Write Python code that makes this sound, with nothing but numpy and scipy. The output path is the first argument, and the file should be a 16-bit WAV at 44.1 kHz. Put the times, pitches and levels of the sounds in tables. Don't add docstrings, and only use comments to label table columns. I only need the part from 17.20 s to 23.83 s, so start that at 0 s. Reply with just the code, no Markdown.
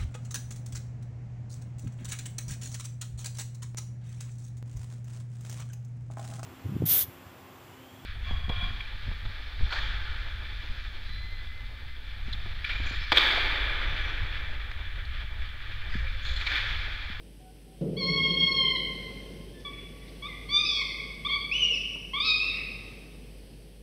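import sys
import numpy as np
from scipy import signal
from scipy.fft import rfft, irfft
from scipy.io import wavfile
from scipy.ndimage import uniform_filter1d

SR = 44100
rng = np.random.default_rng(int(sys.argv[2]) if len(sys.argv) > 2 else 0)


def boost_factor(decibels):
    exponent = np.asarray(decibels, float) / 20
    return 10 ** exponent


def master_out(mix):
    frames = np.transpose(np.atleast_2d(mix))
    ceiling = np.clip(frames, -1, 1)
    pcm = np.round(ceiling * 32767).astype(np.int16)
    wavfile.write(sys.argv[1], SR, pcm)


N = 292206
SHIMMER_DB, FLUTTER_DB = 1.3, 2.2


def band(x, hz, width):
    return signal.lfilter(*signal.iirpeak(hz, hz / width, fs=SR), x)


def walk(rate, count=N):
    k = int(SR / rate)
    x = rng.standard_normal(count + 2 * k)
    x = uniform_filter1d(uniform_filter1d(x, k), k)[k:-k]
    return x / x.std()


def dying(t, t60):
    return np.exp(-np.log(1000) * t / t60)


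def call(table, above_db, jitter, shimmer_db, breath_db):
    s, hz, *partials_db = np.transpose(table)
    at = np.arange(int(s[0] * SR), int(s[-1] * SR))
    count = len(at)
    closed_db = -18 * np.exp(-(s - s[0]) / 0.045)
    partials_db += [partials_db[-1] + db + closed_db for db in above_db]

    pitch = np.interp(at / SR, s, hz) * (1 + jitter * walk(158, count=SR)[:count])
    phase = 2 * np.pi * np.cumsum(pitch) / SR
    gains = [boost_factor(np.interp(at / SR, s, db)) for db in partials_db]
    tone = sum(g * np.sqrt(2) * np.sin((k + 1) * phase) for k, g in enumerate(gains))
    tone = tone * boost_factor(shimmer_db * walk(52, count=SR)[:count])

    air = band(band(rng.standard_normal(SR)[:count], 3500, 4200), 3100, 2000)
    breath = boost_factor(breath_db) * sum(gains) * air
    edges = np.clip(np.minimum(at - at[0], at[-1] - at) / (.008 * SR), 0, 1) ** 2
    out = np.zeros(N)
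    out[at] = (tone + breath) * edges
    return out


def voiced(s, hz, db, partials_db, flutter_db):
    fine = np.append(np.arange(s[0], s[-1], .005), s[-1])
    at = ((fine - s[0]) * SR).astype(int)
    levels = []
    for k, partial_db in enumerate(partials_db):
        flutter = flutter_db * min(k + 1, 2) / 2 * walk(18, count=SR)[at]
        levels.append(np.interp(fine, s, db + partial_db) + flutter)
    return np.transpose([fine, np.interp(fine, s, hz), *levels])


def whine(curve, shut_db, open_db, top_db, rough):
    s, hz, db, beak = np.transpose(curve)
    db5, db6, db7 = top_db
    jitter, breath_db = rough
    partials_db = [shut + beak * (wide - shut) for shut, wide in zip(shut_db, open_db)]
    table = voiced(s, hz, db, partials_db, FLUTTER_DB)
    db7 = db7 + .9 * np.interp(table[:, 0], s, db - db.max())
    return call(table, (db5, db6, db7, db7), jitter, SHIMMER_DB, breath_db)


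# (time [s], pitch [Hz], level [dB], beak opening [0-1])
WHINE_CURVES = [
    [(.762, 1014, -46, 0.2), (.78, 1135, -38, 0.64), (.835, 1061, -33.5, 0), (.92, 1102, -31.5, 0.07),
     (1.0, 1085, -28.5, 0.9), (1.34, 1084, -29.5, 0.54), (1.44, 1050, -26.5, 1), (1.55, 1031, -33.5, 0.86),
     (1.575, 958, -33.5, 0.4)],
    [(3.283, 1077, -38.5, 0.4), (3.325, 1172, -31, 0.8), (3.37, 1187, -24.5, 1), (3.40, 1233, -30, 0.4),
     (3.435, 1196, -34.5, 0.66), (3.52, 1147, -34.5, 1), (3.57, 1106, -36, .9), (3.605, 1130, -35, 0),
     (3.63, 1017, -35.5, .3)],
    [(4.994, 1143, -26, 0.77), (5.06, 1309, -34.5, 1), (5.085, 1250, -27.5, 0.96),
     (5.18, 1239, -33.5, 0.74), (5.23, 1320, -27.5, 0), (5.285, 1350, -27.5, 0.1),
     (5.315, 1170, -34.5, 0.01), (5.335, 1335, -36, 0.05), (5.39, 1380, -42, 0.2)],
]
# (time [s], pitch [Hz], level [dB], beak opening [0-1])
YAP_CURVE = [(4.081, 1065, -35.5, .5), (4.101, 1081, -32.5, 0.24), (4.12, 1147, -26.5, 0.9),
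             (4.14, 1106, -32, 0.55), (4.161, 1151, -33.5, 0.08), (4.181, 1111, -39, 0)]
BEAK_SHUT = [(-13.5, -2, -6, -1), (-11, 2.5, -12, -9), (-34, -3, -22, -22.5), (-12, -0.5, -3, -3.5)]
BEAK_OPEN = [(-15.5, -7, 0, -11.5), (-15.5, -10, 0.0081, -8.5), (-12, -3.5, 0, -7.5),
             (-14, -9, 0.0057, -14.5)]
# (partial 5 [dB], partial 6 [dB], partials 7-8 [dB])
TOP_PARTIALS = [(-15.5, -32, -28), (-7, -24, 4), (-24, -7, -18), (-34, -36, -30)]
# (pitch jitter [share], breath [dB])
ROUGHNESS = [(.004, -25), (.005, -23), (.006, -20), (.0055, -18)]


def whines():
    voices = zip(WHINE_CURVES + [YAP_CURVE], BEAK_SHUT, BEAK_OPEN, TOP_PARTIALS, ROUGHNESS)
    return sum(whine(*voice) for voice in voices)


# (time [s], pitch [Hz], level [dB])
SQUEAL_CURVE = [(4.308, 2243, -33), (4.341, 2877, -28.5), (4.40, 3077, -27.5), (4.445, 2834, -28),
                (4.486, 2874, -28.5), (4.50, 2830, -40), (4.52, 2747, -36), (4.555, 2598, -33),
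                (4.588, 1780, -48.5)]


def squeal():
    s, hz, db = np.transpose(SQUEAL_CURVE)
    second_db = -15 - 9 * (hz - 2800) / 1000
    second_db = second_db - 22 * np.exp(-(s - s[0]) / .02)
    table = voiced(s, hz, db, (0, second_db), FLUTTER_DB)
    return call(table, (), jitter=0.0058, shimmer_db=3.5, breath_db=-14.5)


def short(rows, partials_db, top_db, sag_db, jitter, breath_db):
    out = 0
    for s, length, db, first_hz, last_hz in rows:
        times = s + np.array([0, 0.01, length])
        hz = np.interp(times, times[::2], [first_hz, last_hz])
        levels_db = db + np.array([-12.5, 0, sag_db])
        table = voiced(times, hz, levels_db, partials_db, FLUTTER_DB / 2)
        out = out + call(table, top_db, jitter, SHIMMER_DB, breath_db)
    return out


# (time [s], length [s], level [dB], first pitch [Hz], last pitch [Hz])
YELP_CALLS = [
    (2.443, 0.045, -38.5, 1154, 1127),
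    (3.017, 0.065, -38.5, 1087, 1246),
    (4.042, 0.038, -29.5, 1070, 1240),
    (4.928, 0.069, -32.5, 1044, 1241),
]
# (time [s], length [s], level [dB], first pitch [Hz], last pitch [Hz])
CHUP_CALLS = [
    (2.485, 0.067, -43.5, 1129, 1147),
    (3.078, 0.083, -41, 1067, 967),
    (3.70, 0.069, -36.5, 1030, 1115),
    (3.793, 0.038, -33.5, 1108, 1078),
]
# (time [s], length [s], level [dB], first pitch [Hz], last pitch [Hz])
SIBLING_CALLS = [
    (3.443, .087, -34, 1295, 1224),
    (5.085, .075, -35, 1311, 1274),
]
# (time [s], length [s], level [dB], first pitch [Hz], last pitch [Hz])
FAR_PEEPS = [
    (.195, 0.12, -61, 747, 743),
    (.46, 0.095, -67.5, 762, 760),
    (2.33, 0.09, -53.5, 1762, 1738),
]
# (partial 5 [dB], partial 6 [dB], partials 7-8 [dB])
SHORT_TOPS = (-20, -34, -47.5)


def short_calls():
    top_db = (*SHORT_TOPS, SHORT_TOPS[-1])
    yelps = short(YELP_CALLS, (-6, -6.5, -1.5, -23), top_db, sag_db=-1, jitter=.006, breath_db=-18)
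    chups = short(CHUP_CALLS, (-20, -1, -24, -24), top_db, sag_db=-12.5, jitter=0.0079, breath_db=-20)
    peeps = short(FAR_PEEPS, (-3.5, -19), (), sag_db=6.5, jitter=0.0026, breath_db=-23)
    sibling = 0
    for row, partials_db in zip(SIBLING_CALLS, [(-23.5, -2, -5.5, -2), (-28, -7.5, -1.5, -13)]):
        sibling = sibling + short([row], partials_db, top_db, sag_db=-3, jitter=.009, breath_db=-18)
    return yelps + chups + sibling + peeps


# (time [s], peak level [dB], ring [Hz], 60 dB fade [s])
TICK_EVENTS = [
    (0.608, -50, 563, 0.053),
    (0.612, -51, 1590, 0.057),
    (1.905, -44, 600, 0.041),
    (2.401, -44, 3500, 0.069),
    (4.758, -36.5, 250, 0.026),
    (4.76, -73, 1485, 0.019),
    (5.067, -56, 2830, 0.03),
]


def ticks():
    out, t = np.zeros(N), np.arange(SR // 10) / SR
    for s, db, hz, t60 in TICK_EVENTS:
        burst = rng.standard_normal(len(t)) * dying(t, t60)
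        crack = band(band(burst, hz, 2.2 * hz), hz, 2.2 * hz)
        start = int(s * SR)
        out[start:start + len(t)] += boost_factor(db) * crack / np.abs(crack).max()
    return out


# (time [s], length [s], level [dB], centre [Hz], width [Hz])
RUSTLE_EVENTS = [
    (5, 0.2, -33.5, 4500, 600),
    (2.44, 0.27, -56, 2200, 1100),
    (2.85, 0.072, -59.5, 4000, 2100),
    (1.9, 1, -56.5, 364, 37),
    (0.64, 0.76, -39, 170, 19),
    (4.25, 0.45, -54.5, 480, 110),
    (5.2, 0.32, -47.5, 2220, 570),
    (5.9, .7, -69, 4540, 910),
    (2.7, 0.29, -62, 2090, 380),
]


def rustles():
    out = np.zeros(N)
    for s, length, db, hz, width in RUSTLE_EVENTS:
        at, count = int(s * SR), int(length * SR)
        noise = band(band(rng.standard_normal(SR)[:count], hz, width), hz, width)
        grain = boost_factor(db + 3.0 * walk(51, count=SR)[:count])
        out[at:at + count] += grain * noise / noise.std() * np.hanning(count)
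    return out


# (centre [Hz], 60 dB fade [s], level [dB])
SHAFT_ECHO = [(514, 3.1, -11), (1120, 1.74, -2), (2084, 1.4, 2), (2970, 1.14, 1), (4390, 1.14, 0),
              (5530, 0.18, -10.5)]


def shaft(dry, near_db, box_db, wet_db):
    t = np.arange(2 * SR) / SR
    tail = 0
    for hz, t60, db in SHAFT_ECHO:
        tail = tail + boost_factor(db) * band(rng.standard_normal(len(t)), hz, 0.33 * hz) * dying(t, t60)
    tail *= np.clip((t - .008) / 0.026, 0, 1)
    box = rng.standard_normal(len(t)) * dying(t, 0.28)
    response = boost_factor(wet_db) * tail / np.linalg.norm(tail) + boost_factor(box_db) * box / np.linalg.norm(box)
    near = signal.sosfilt(signal.butter(2, 4600, fs=SR, output="sos"), dry)
    near += .6 * band(dry, 3350, 900)
    return boost_factor(near_db) * near + signal.fftconvolve(dry, response)[:N]


def microphone(x):
    x = x - band(x, 1620, 420)
    dull = signal.sosfilt(signal.butter(8, 6350, fs=SR, output="sos"), x)
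    return dull + boost_factor(-24) * x


# (time [s], opening [0-1])
GATE_CURVE = [(0, 0), (.55, 0), (.9, 0.47), (1.3, 0.85), (1.8, 1), (2.4, 0.4), (3, 0.72), (3.5, 0.76),
              (3.9, .7), (4.4, 0.82), (4.8, 0.63), (5.3, 0.77), (5.9, 0.6), (6.63, 0.02)]


def gated(t, shut_db, open_db):
    return shut_db + open_db * np.interp(t, *np.transpose(GATE_CURVE))


def shaped(points):
    hz, db = np.transpose(points)
    grid = np.log(np.arange(N // 2 + 1) * SR / N + 1)
    gain = boost_factor(np.interp(grid, np.log(hz), db, left=db[0] - 21.5, right=db[-1] - 30.0))
    return irfft(rfft(rng.standard_normal(N)) * gain, N) * np.sqrt(SR / 2)


# (centre [Hz], width [Hz], level [dB])
SHAFT_MODES = [(161.3, 22, 3), (187.9, 11, -1), (250, 25, -6.5), (353, 24, -6), (434.5, 62, 2),
               (532, 80, -4.5)]


def rumble(t):
    since = np.maximum(t - .608, 0)
    crack_db = 3 * np.exp(-since / .03)
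    rise = np.minimum(since / .004, 1) ** 2
    bang = rise * boost_factor(-32 - 12 * since + crack_db)
    draught = boost_factor(gated(t, shut_db=-59, open_db=7))

    modes = 0
    for hz, width, db in SHAFT_MODES:
        ring = band(band(rng.standard_normal(N), hz, 1.35 * width), hz, 1.35 * width)
        modes = modes + boost_factor(db) * ring / np.sqrt(width)
    wash = shaped([(60, -9.5), (150, 10.0), (550, 0.0), (750, -27), (1500, -36.5)])
    sound = modes / modes.std() + boost_factor(-1) * wash / wash.std()
    return sound / sound.std() * np.hypot(bang, draught) * boost_factor(0.73 * walk(10.0))


# (frequency [Hz], level [dB per Hz])
AIR_SPECTRUM = [(25, -95), (35, -86.5), (65, -86), (100, -78.5), (160, -79.5), (300, -84), (500, -88.5),
                (800, -97.5), (1200, -107), (1600, -103), (2200, -100), (3100, -96), (3800, -103),
                (5100, -102), (6400, -110)]
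# (frequency [Hz], level [dB per Hz])
HISS_SPECTRUM = [(6000, -13), (7700, -12), (7900, -1), (10000, -2), (10200, -4), (12300, -5.5),
                 (12500, -10.5), (15700, -12.5)]


def background(t):
    hum_db = gated(t, shut_db=-51, open_db=5.5) + 1.2 * walk(20)
    hum = np.sqrt(2) * np.sin(2 * np.pi * 50 * t) * boost_factor(hum_db)
    air_db = gated(t, shut_db=-1, open_db=9) + 0.62 * walk(2.1)
    air = shaped(AIR_SPECTRUM) * boost_factor(air_db)
    hiss = shaped(HISS_SPECTRUM)
    hiss = hiss / hiss.std() * boost_factor(gated(t, shut_db=-67.5, open_db=4))
    return hum + air + hiss


def scene():
    t = np.arange(N) / SR
    chicks = whines() + squeal() + short_calls()
    nest = shaft(chicks + ticks() + rustles(), near_db=0, box_db=-7, wet_db=-8)
    return (microphone(nest) + rumble(t) + background(t))[None]


def low_pass(x):
    return signal.sosfilt(signal.butter(12, 15780, fs=SR, output="sos"), x)


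def record(dry):
    return low_pass(dry)


dry = scene()
out = record(dry)
master_out(out)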